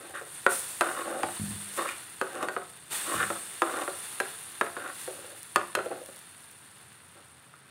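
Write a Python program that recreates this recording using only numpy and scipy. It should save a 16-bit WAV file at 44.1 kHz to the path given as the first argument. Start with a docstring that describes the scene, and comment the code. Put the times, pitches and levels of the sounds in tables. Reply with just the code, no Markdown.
"""Milk poured onto roasted grain sizzles in a hot, heavy pan in a small kitchen, heard from close by.
From the start a metal ladle knocks and scrapes through the mash, setting the pan ringing, and now and
then the pushed pan rumbles on the stove. Five times in the first five seconds, wet mash is turned onto
hot metal and the sizzle of bursting bubbles flares up. Then the milk soaks in, a few drops spit,
the stirring dies down and the sizzle thins to a crackle."""
import sys
import numpy as np
from scipy import signal
from scipy.fft import rfft, irfft, next_fast_len
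from scipy.io import wavfile
from scipy.ndimage import uniform_filter1d, map_coordinates

SR = 44100
rng = np.random.default_rng(int(sys.argv[2]) if len(sys.argv) > 2 else 0)


def digitize_waveform(pressure):
    """Quantize a signal to 16-bit integers and store it at the path in sys.argv[1].

    Rows of a 2-D input are taken as channels; values are limited to [-1, 1].
    """
    field = np.atleast_2d(pressure).T
    bounded = np.clip(field, -1, 1)
    quanta = np.round(bounded * 32767).astype(np.int16)
    wavfile.write(sys.argv[1], SR, quanta)


N = 339570
TIME = np.arange(N) / SR


def from_db(db):
    """Turn decibels into a number to multiply by."""
    return 10 ** (np.asarray(db) / 20)


def unit_power(x):
    """Scale a signal to an average power of 1."""
    return x / np.sqrt(np.mean(x ** 2) + 1e-20)


def fade(t, t60):
    """A dying curve; t60, the ring time, is the seconds it takes to fall by 60 dB."""
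    return from_db(-60 * t / t60)


def clicks(times, heights):
    """One click at each of the given times."""
    return np.bincount(np.clip(np.round(times * SR).astype(int), 0, N - 1), heights, N)


def drift(turns_per_s):
    """A random wobble, about 1 in size."""
    points = rng.standard_normal(2048)
    return unit_power(map_coordinates(points, [TIME * turns_per_s], order=1, mode="wrap"))


def colour(x, spectrum):
    """Give a sound the tone colour set out in rows of frequency and level."""
    size = next_fast_len(N + 8192)
    hz, db = np.transpose(spectrum)
    log_hz = np.log(np.fft.rfftfreq(size, 1 / SR) + 1)
    gain = unit_power(from_db(np.interp(log_hz, np.log(hz), db)))
    # folding the cepstrum makes the filter ring only after a click, never before it
    cepstrum = irfft(np.log(gain), size)
    cepstrum[1:size // 2] *= 2
    cepstrum[size // 2 + 1:] = 0
    return irfft(rfft(x, size) * np.exp(rfft(cepstrum)), size)[:N]


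def ring(x, hz, t60):
    """Each click in x sets one fading tone ringing."""
    decay, step = fade(1 / SR, t60), 2 * np.pi * hz / SR
    return signal.lfilter([.5, 0, -.5], [1, -2 * decay * np.cos(step), decay ** 2], x + 1e-18)


def crackle(per_s, spread_db):
    """Random clicks of uneven size, with the same power whether few or many."""
    chance = np.clip(per_s / SR, 1e-5, 1)
    sizes = from_db(spread_db * np.minimum(rng.exponential(1, N), 5))
    signs = rng.choice([-1, 1], N)
    return unit_power(sizes * signs * (rng.random(N) < chance) / np.sqrt(chance))


def burst(t60):
    """A short, dying puff of noise with a total energy of 1."""
    t = TIME[:SR // 10]
    noise = rng.standard_normal(len(t)) * fade(t, t60)
    return noise / np.linalg.norm(noise)


# The tone colour of the quiet kitchen. Each row: frequency in Hz, relative level in dB.
HUM_COLOUR = [(30, -9), (65, -26), (85, 6), (110, 5), (140, 6.5), (230, -1), (600, -7), (1500, -1.5),
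              (3000, -11), (12000, -29)]

def room_hum(level_db=-58.0):
    """A faint, low, steady noise lies under everything."""
    return from_db(level_db) * colour(rng.standard_normal(N), HUM_COLOUR)


def kitchen_echo(x, echo_db=-6.5, t60=0.36, first_wall_s=0.0033, dull_hz=4500):
    """Hard walls close by add a dense, dulled echo to a sound."""
    t = TIME[:SR]
    tail = rng.standard_normal(SR) * fade(t, t60) * (t > first_wall_s)
    tail = signal.sosfilt(signal.butter(1, dull_hz, fs=SR, output="sos"), tail / np.linalg.norm(tail))
    return x + from_db(echo_db) * signal.oaconvolve(x, tail)[:N]


# The deep tones of the pan on its stand. Each row: pitch in Hz, relative level in dB, ring time in seconds.
STAND_TONES = [(85.8, -7, 0.13), (102.7, -2, 0.4), (154.5, -3.5, 0.27), (185.2, -8, 0.16),
               (201, -3.5, 0.71)]
# The pan shakes. Each row: start in seconds, length in seconds, relative level of the first bump in dB.
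JUDDERS = [(1.238, .02, -42), (1.396, .17, -30.5), (2.412, .04, -49), (3.15, .13, -37.5),
           (5.561, .02, -45.5), (5.765, .04, -48)]

def pan_rumble(level_db=-4.0, bumps_per_s=34, fade_db_per_s=46, uneven=0.175, band_hz=(60, 300)):
    """Pushed by the ladle, the pan judders on its stand in a fading run of soft, low bumps."""
    bumps = np.zeros(N)
    for s, length, db in JUDDERS:
        gaps = np.exp(uneven * rng.standard_normal(12)) / bumps_per_s
        age = np.cumsum(gaps) - gaps[0]
        bumps += clicks(s + age, (age < length) * from_db(db + level_db - fade_db_per_s * age))
    push = signal.sosfilt(signal.butter(2, band_hz, "band", fs=SR, output="sos"), bumps)
    return sum(from_db(db) * ring(push, hz, t60) for hz, db, t60 in STAND_TONES)


# The ladle hits the pan. Each row: start in seconds, relative levels in dB of the low tones,
# the high tones and the metal tick, then the favoured pitch in Hz.
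KNOCKS = [(.212, -36.5, -38, -65, 436), (.464, -18.5, -17.5, -35.5, 1330), (.809, -17, -18, -29.5, 574),
          (.816, -30, -22.5, -53, 1460), (1.232, -24, -19.5, -40, 780), (1.786, -28.5, -42, -58, 360),
          (1.889, -64, -30.5, -44, 2423), (2.213, -22.5, -24, -39.5, 1254), (2.427, -28, -35, -40.5, 1170),
          (2.485, -29, -28, -43, 1570), (2.564, -25, -27.5, -67, 1266), (3.302, -24, -27, -54, 1270),
          (3.619, -19.5, -18, -35.5, 1226), (3.877, -27.5, -26.5, -58, 574), (4.201, -24, -25, -34, 1640),
          (4.611, -19, -17.5, -37.5, 1410), (4.766, -30, -28.5, -62, 562), (4.86, -45, -37, -59, 1490),
          (5.559, -20, -16.5, -27, 1107), (5.751, -31, -23, -29, 1503), (5.788, -26, -31.5, -62, 1390),
          (7.538, -66, -50.5, -73, 1410)]
# The pan rocks on its stand with a dull bump. Each row: start in seconds, relative level in dB.
ROCKS = [(5.077, -31.5), (5.243, -45), (5.771, -26.5), (5.859, -29.5), (5.915, -33), (6.009, -40),
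         (6.087, -40.5)]

def touches(rock_hz=510, bounce_s=0.054, bounce_db=-16.5):
    """List the ladle's knocks, one soft bounce after each, and the pan's rocks, in rows like KNOCKS."""
    rocks = [(s, db, db - 9, db - 29, rock_hz) for s, db in ROCKS]   # mostly low tones
    bounces = [(s + bounce_s, low + bounce_db, high + bounce_db, tick - 39, hz)   # hardly any tick
               for s, low, high, tick, hz in KNOCKS]
    return list(KNOCKS) + rocks + bounces


def favour(hz, favoured_hz, cut_db, octaves):
    """The spot that is touched drives tones near one pitch fully, and the others up to cut_db less."""
    nearness = np.exp(-.5 * (np.log2(hz / favoured_hz) / octaves) ** 2)
    return from_db(cut_db * (nearness - 1))


# The tones of the filled pan. Each row: pitch in Hz, relative level in dB, ring time in seconds.
PAN_TONES = [(316, -2, 0.037), (360, -1, 0.12), (468.6, -2, 0.1), (510, 2, 0.053), (571, -0.5, 0.093),
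             (659.6, -8.5, 0.3), (751.7, -6.5, 0.17), (846, -10.5, 0.14), (1079, -4.5, 0.095),
             (1184, -7.5, 0.11), (1281, -1, 0.047), (1380, 5.5, 0.023), (1378, 0, 0.036), (1538, -9, 0.069),
             (1580, 0, 0.041), (1702, -4, 0.031), (1828, -2, 0.032), (2170, -13, 0.036), (2420, -13, 0.051),
             (2900, -12, 0.042), (3656, -12, 0.067)]
LOW_TONES_BELOW_HZ = 930   # low tones come from the pan's bottom, high ones from its wall
# The tone colour of metal ticking on metal. Each row: frequency in Hz, relative level in dB.
TICK_COLOUR = [(600, 1), (1500, 3), (2800, 9), (4300, -3.5), (5600, -3), (7200, 2), (9000, 8),
               (11500, -2.5), (16000, -14)]

def pan_knocks(low_db=-1.5, high_db=-2.5, tick_db=26.0, vary_db=2.5, detune=0.042, dull_hz=3600):
    """Each touch lands on a new spot and rings the pan a little differently; bare metal adds a tick."""
    hz, db, t60 = np.transpose(PAN_TONES)[:, :, None]
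    is_low = hz < LOW_TONES_BELOW_HZ
    # neighbouring low tones swing against each other, so the ring swells without a thud
    side = np.where(is_low, (-1) ** np.arange(len(hz))[:, None], 1)
    t, ringing = TIME[:SR // 5], np.zeros(N + SR)
    for s, low, high, _, favoured_hz in touches():
        level_luck, pitch_luck, phase_luck = rng.standard_normal((3, len(hz), 1))
        force_db = np.where(is_low, low + low_db, high + high_db)
        height = from_db(force_db + db + vary_db * level_luck)
        height *= favour(hz, favoured_hz, cut_db=6.0, octaves=0.22)
        swing = side * np.sin(2 * np.pi * hz * (1 + detune * pitch_luck) * t + .5 * phase_luck)
        start = int((s + 0.001028) * SR)   # the heavy wall answers just after the tick
        ringing[start:start + len(t)] += np.sum(height * swing * fade(t, t60), axis=0)
    body = signal.sosfilt(signal.butter(2, dull_hz, fs=SR, output="sos"), ringing[:N])
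    starts, _, _, tick, _ = np.transpose(touches())
    ticks = signal.oaconvolve(clicks(starts, from_db(tick + tick_db)), burst(t60=0.023))[:N]
    return body + colour(ticks, TICK_COLOUR)


# The tones of the ladle's steel bowl. Each row: pitch in Hz, relative level in dB, ring time in seconds.
LADLE_TONES = [(2190, -5, 0.067), (3460, -8.5, 0.078), (4340, 1.5, 0.031), (5060, -30, 0.01)]

def ladle_ring(clink_db=-0.5, vary_db=2.0, detune=0.063, song_db=2.5, song_t60=0.041):
    """The bowl clinks differently at each touch and, pressed to the pan, sings at the favoured pitch."""
    hz, db, t60 = np.transpose(LADLE_TONES)[:, :, None]
    t, ringing = TIME[:SR // 5], np.zeros(N + SR)
    for s, low, high, tick, favoured_hz in touches():
        pitch_luck, level_luck = rng.standard_normal((2, len(hz), 1))
        swing = np.sin(2 * np.pi * hz * (1 + detune * pitch_luck) * t) * fade(t, t60)
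        clink = np.sum(from_db(tick + clink_db + db + vary_db * level_luck) * swing, axis=0)
        swell = (1 - np.exp(-t * favoured_hz)) * fade(t, song_t60)   # builds up over about one swing
        song = from_db(max(low, high) + song_db) * swell * np.sin(2 * np.pi * favoured_hz * t)
        start = int(s * SR)
        ringing[start:start + len(t)] += clink + song
    return ringing[:N]


# The ladle is dragged through the mash. Each row: start in seconds, length in seconds, relative levels
# in dB of the low and the high tones, grit compared with the high tones in dB, swell over the stroke
# in dB, first and last favoured pitch in Hz.
STROKES = [(0, .11, -49.5, -54.5, -10, -7, 1160, 1790), (0.151, 0.043, -50.5, -39, -12, -3, 1420, 1550),
           (.84, .18, -42.5, -38, -13, 2, 1250, 1090), (1.057, 0.19, -40, -45, -12, -8.5, 1240, 1320),
           (1.786, 0.074, -41.5, -35, -16, -3, 990, 1190), (1.872, 0.045, -55, -37.5, -5.5, 5, 1900, 2630),
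           (2.297, 0.15, -39.5, -41, -11, 14, 1560, 1130),
           (3.064, 0.079, -38.5, -35.5, -27, 5.5, 1120, 1140),
           (3.151, 0.086, -42.5, -30.5, -12, 7, 1310, 1500), (3.662, .17, -40, -38.5, -7, 6, 1290, 1150),
           (4.767, 0.13, -49.5, -44, -12.5, 3, 1407, 1400), (5.102, 0.25, -54, -62, -14, -9, 1294, 1500),
           (5.917, 0.087, -46, -53.5, -16, -19, 1360, 1580), (7.162, 0.057, -59, -58, -9, -6, 1314, 1420)]

def stroke_motion(attack_s=0.016, release_s=0.012):
    """In each stroke the hand presses down, changes pressure and pitch evenly, then lets go."""
    forces, pitch_path = 0, []
    for s, length, low_db, high_db, grit_db, swell_db, first_hz, last_hz in STROKES:
        end = s + length
        press = np.clip(1 + (TIME - s) / attack_s, 0, 1)
        let_go = np.exp(-np.clip((TIME - end) / release_s, 0, 20))
        progress = np.clip((TIME - s) / length, 0, 1)
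        pressure = press * let_go * from_db(swell_db * (progress - .5))
        forces = forces + np.outer(from_db([low_db, high_db, high_db + grit_db]), pressure)
        pitch_path += [(s, first_hz), (end, last_hz)]
    return forces, np.interp(TIME, *np.transpose(sorted(pitch_path)))


def ladle_scrapes(low_db=0.5, slips_per_s=1600, catches_per_s=250, spread_db=3.5, judder_db=4.0):
    """The ladle sticks and slips over the grain, ringing the pan; its travel moves the pitch."""
    (low_force, high_force, grit_force), favoured_hz = stroke_motion()
    slips = crackle(slips_per_s, spread_db)
    slips /= np.sqrt(uniform_filter1d(slips ** 2, size=SR // 40) + 1e-9)   # the hand evens out the force
    slips *= from_db(judder_db * np.tanh(drift(60)))
    bottom, wall = 0, 0
    for k, (hz, db, t60) in enumerate(PAN_TONES):
        damped = ring(slips, hz, t60 * 0.45)   # the pressing ladle shortens the ring
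        tone = from_db(db) * (-1) ** k * unit_power(damped)
        if hz < LOW_TONES_BELOW_HZ:
            bottom += tone
        else:
            wall += tone * favour(hz, favoured_hz, cut_db=8.5, octaves=0.31)
    grit = grit_force * colour(crackle(catches_per_s, spread_db), TICK_COLOUR)   # the edge catches metal
    return low_force * from_db(low_db) * unit_power(bottom) + high_force * unit_power(wall) + grit


# Single drops spit. Each row: start in seconds, relative level in dB.
SPITS = [(5.431, -27), (6.061, -31), (6.162, -34), (6.191, -35), (6.513, -37)]
# The tone colour of spray, the broad hiss in spits and sizzle. Each row: frequency in Hz, relative dB.
SPRAY_COLOUR = [(2500, 0), (4800, -1), (6300, 2.5), (7000, 5), (8500, 10), (10800, 7.5), (12300, 2),
                (14700, 1.5), (16000, -3)]

def spits(boost_db=11):
    """Single drops crack faintly on the drying wall of the pan."""
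    starts, db = np.transpose(SPITS)
    cracks = signal.oaconvolve(clicks(starts, from_db(db + boost_db)), burst(t60=0.003))[:N]
    return colour(cracks, SPRAY_COLOUR)


# Steady frying, as mash reaches the metal and dries. Each row: time in seconds, relative fizz level in dB.
SIMMER = [(0, -50.5), (.45, -51.5), (.85, -42.5), (1.15, -46), (1.35, -40.5), (1.7, -43), (2.05, -48),
          (2.87, -53), (3.1, -38), (3.6, -44), (4.1, -42), (4.8, -48.5), (6.05, -51.5), (7.7, -62.5)]
# Wet mash lands on hot metal. Each row: start in seconds, rise time in seconds, then the relative
# peak levels in dB of the fizz, the spray and the boil.
FLARES = [(.23, 0.13, -43.5, -58.5, -53.5), (.485, 0.032, -33, -42.5, -47), (1.72, 0.054, -43.5, -51, -46),
          (2.898, 0.027, -35.5, -44, -38), (4.88, 0.14, -45, -54, -49.5)]

def frying_strength(spray_offset_db=-12.5, boil_follows=0.82, fade_db_per_s=49):
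    """Thin fizz, broad spray and coarse boil all follow the simmer; each flare adds to them and fades."""
    simmer_db = np.interp(TIME, *np.transpose(SIMMER))
    usual_simmer_db, usual_boil_db = -47.5, -53.5
    boil_db = usual_boil_db + boil_follows * (simmer_db - usual_simmer_db)
    power = from_db([simmer_db, simmer_db + spray_offset_db, boil_db]) ** 2
    for s, rise_s, *peaks_db in FLARES:
        rise = np.clip((TIME - s) / rise_s, 0, 1)
        age = np.maximum(TIME - s - rise_s, 0)
        for layer, peak_db in enumerate(peaks_db):
            power[layer] += (rise * from_db(peak_db - fade_db_per_s * age)) ** 2
    return np.sqrt(power)


# The path of the fizz's strongest pitch. Each row: time in seconds, pitch in Hz.
FIZZ_PATH = [(0, 9170), (1.55, 8920), (2.15, 9210), (3.2, 8770), (4.3, 9370), (5.9, 9290), (7.7, 8980)]

def wander(fizz, resting_hz=8987):
    """The pitch of the fizz slides up and down as it is played a little faster or slower."""
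    speed = np.interp(TIME, *np.transpose(FIZZ_PATH)) / resting_hz
    return map_coordinates(fizz, [np.cumsum(speed)], order=3, mode="mirror")


# The tone colours of the thin, high fizz and of the coarse boil in the mash.
# Each row: frequency in Hz, relative level in dB.
FIZZ_COLOUR = [(5000, -42), (7200, -16), (8000, -3.5), (8600, 6.5), (8950, 8), (9500, 4.5), (11000, -5.5),
               (12000, -40), (15500, -42)]
BOIL_COLOUR = [(150, -26), (330, 3), (560, -3), (920, 3.5), (1300, 4.5), (1850, 6), (2300, 1), (2850, 4.5),
               (3150, -1), (3570, 7), (3900, -1), (4350, 2.5), (5000, -8), (9000, -55)]

def sizzle(fizz_db=-1.0, spray_db=9.0, boil_db=1.0, flicker_db=1.0, steam=0.55):
    """Tiny bubbles burst on the hot metal; the weaker the frying, the fewer and more distinct they are."""
    fizz, spray, boil = frying_strength()
    pops_per_s = 9000 * fizz / from_db(-45)   # 9000 a second when the fizz strength is -45 dB

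    def bubbles(spectrum):
        """Pops over escaping steam, for one range of bubble sizes."""
        pops = unit_power(crackle(pops_per_s, spread_db=3.5) + steam * rng.standard_normal(N))
        return from_db(flicker_db * drift(70)) * colour(pops, spectrum)

    return (fizz * from_db(fizz_db) * wander(bubbles(FIZZ_COLOUR))
            + spray * from_db(spray_db) * bubbles(SPRAY_COLOUR)
            + boil * from_db(boil_db) * bubbles(BOIL_COLOUR))


def scene(bass_cut_hz=205):
    """Stirring and sizzling over the low hum of the kitchen, the same in both ears."""
    too_small_for_bass = signal.butter(4, bass_cut_hz, "high", fs=SR, output="sos")
    stirring = signal.sosfilt(too_small_for_bass, pan_knocks() + ladle_ring() + ladle_scrapes())
    mono = room_hum() + kitchen_echo(stirring) + pan_rumble() + sizzle() + spits()
    return np.array([mono, mono])


def record(dry, low_cut_hz=55, high_cut_hz=15700):
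    """The microphone drops the deep bass, and the highest treble is cut steeply."""
    thin = signal.sosfilt(signal.butter(2, low_cut_hz, "high", fs=SR, output="sos"), dry)
    return signal.sosfilt(signal.ellip(10, .2, 80, high_cut_hz, fs=SR, output="sos"), thin)


dry = scene()
out = record(dry)
digitize_waveform(out)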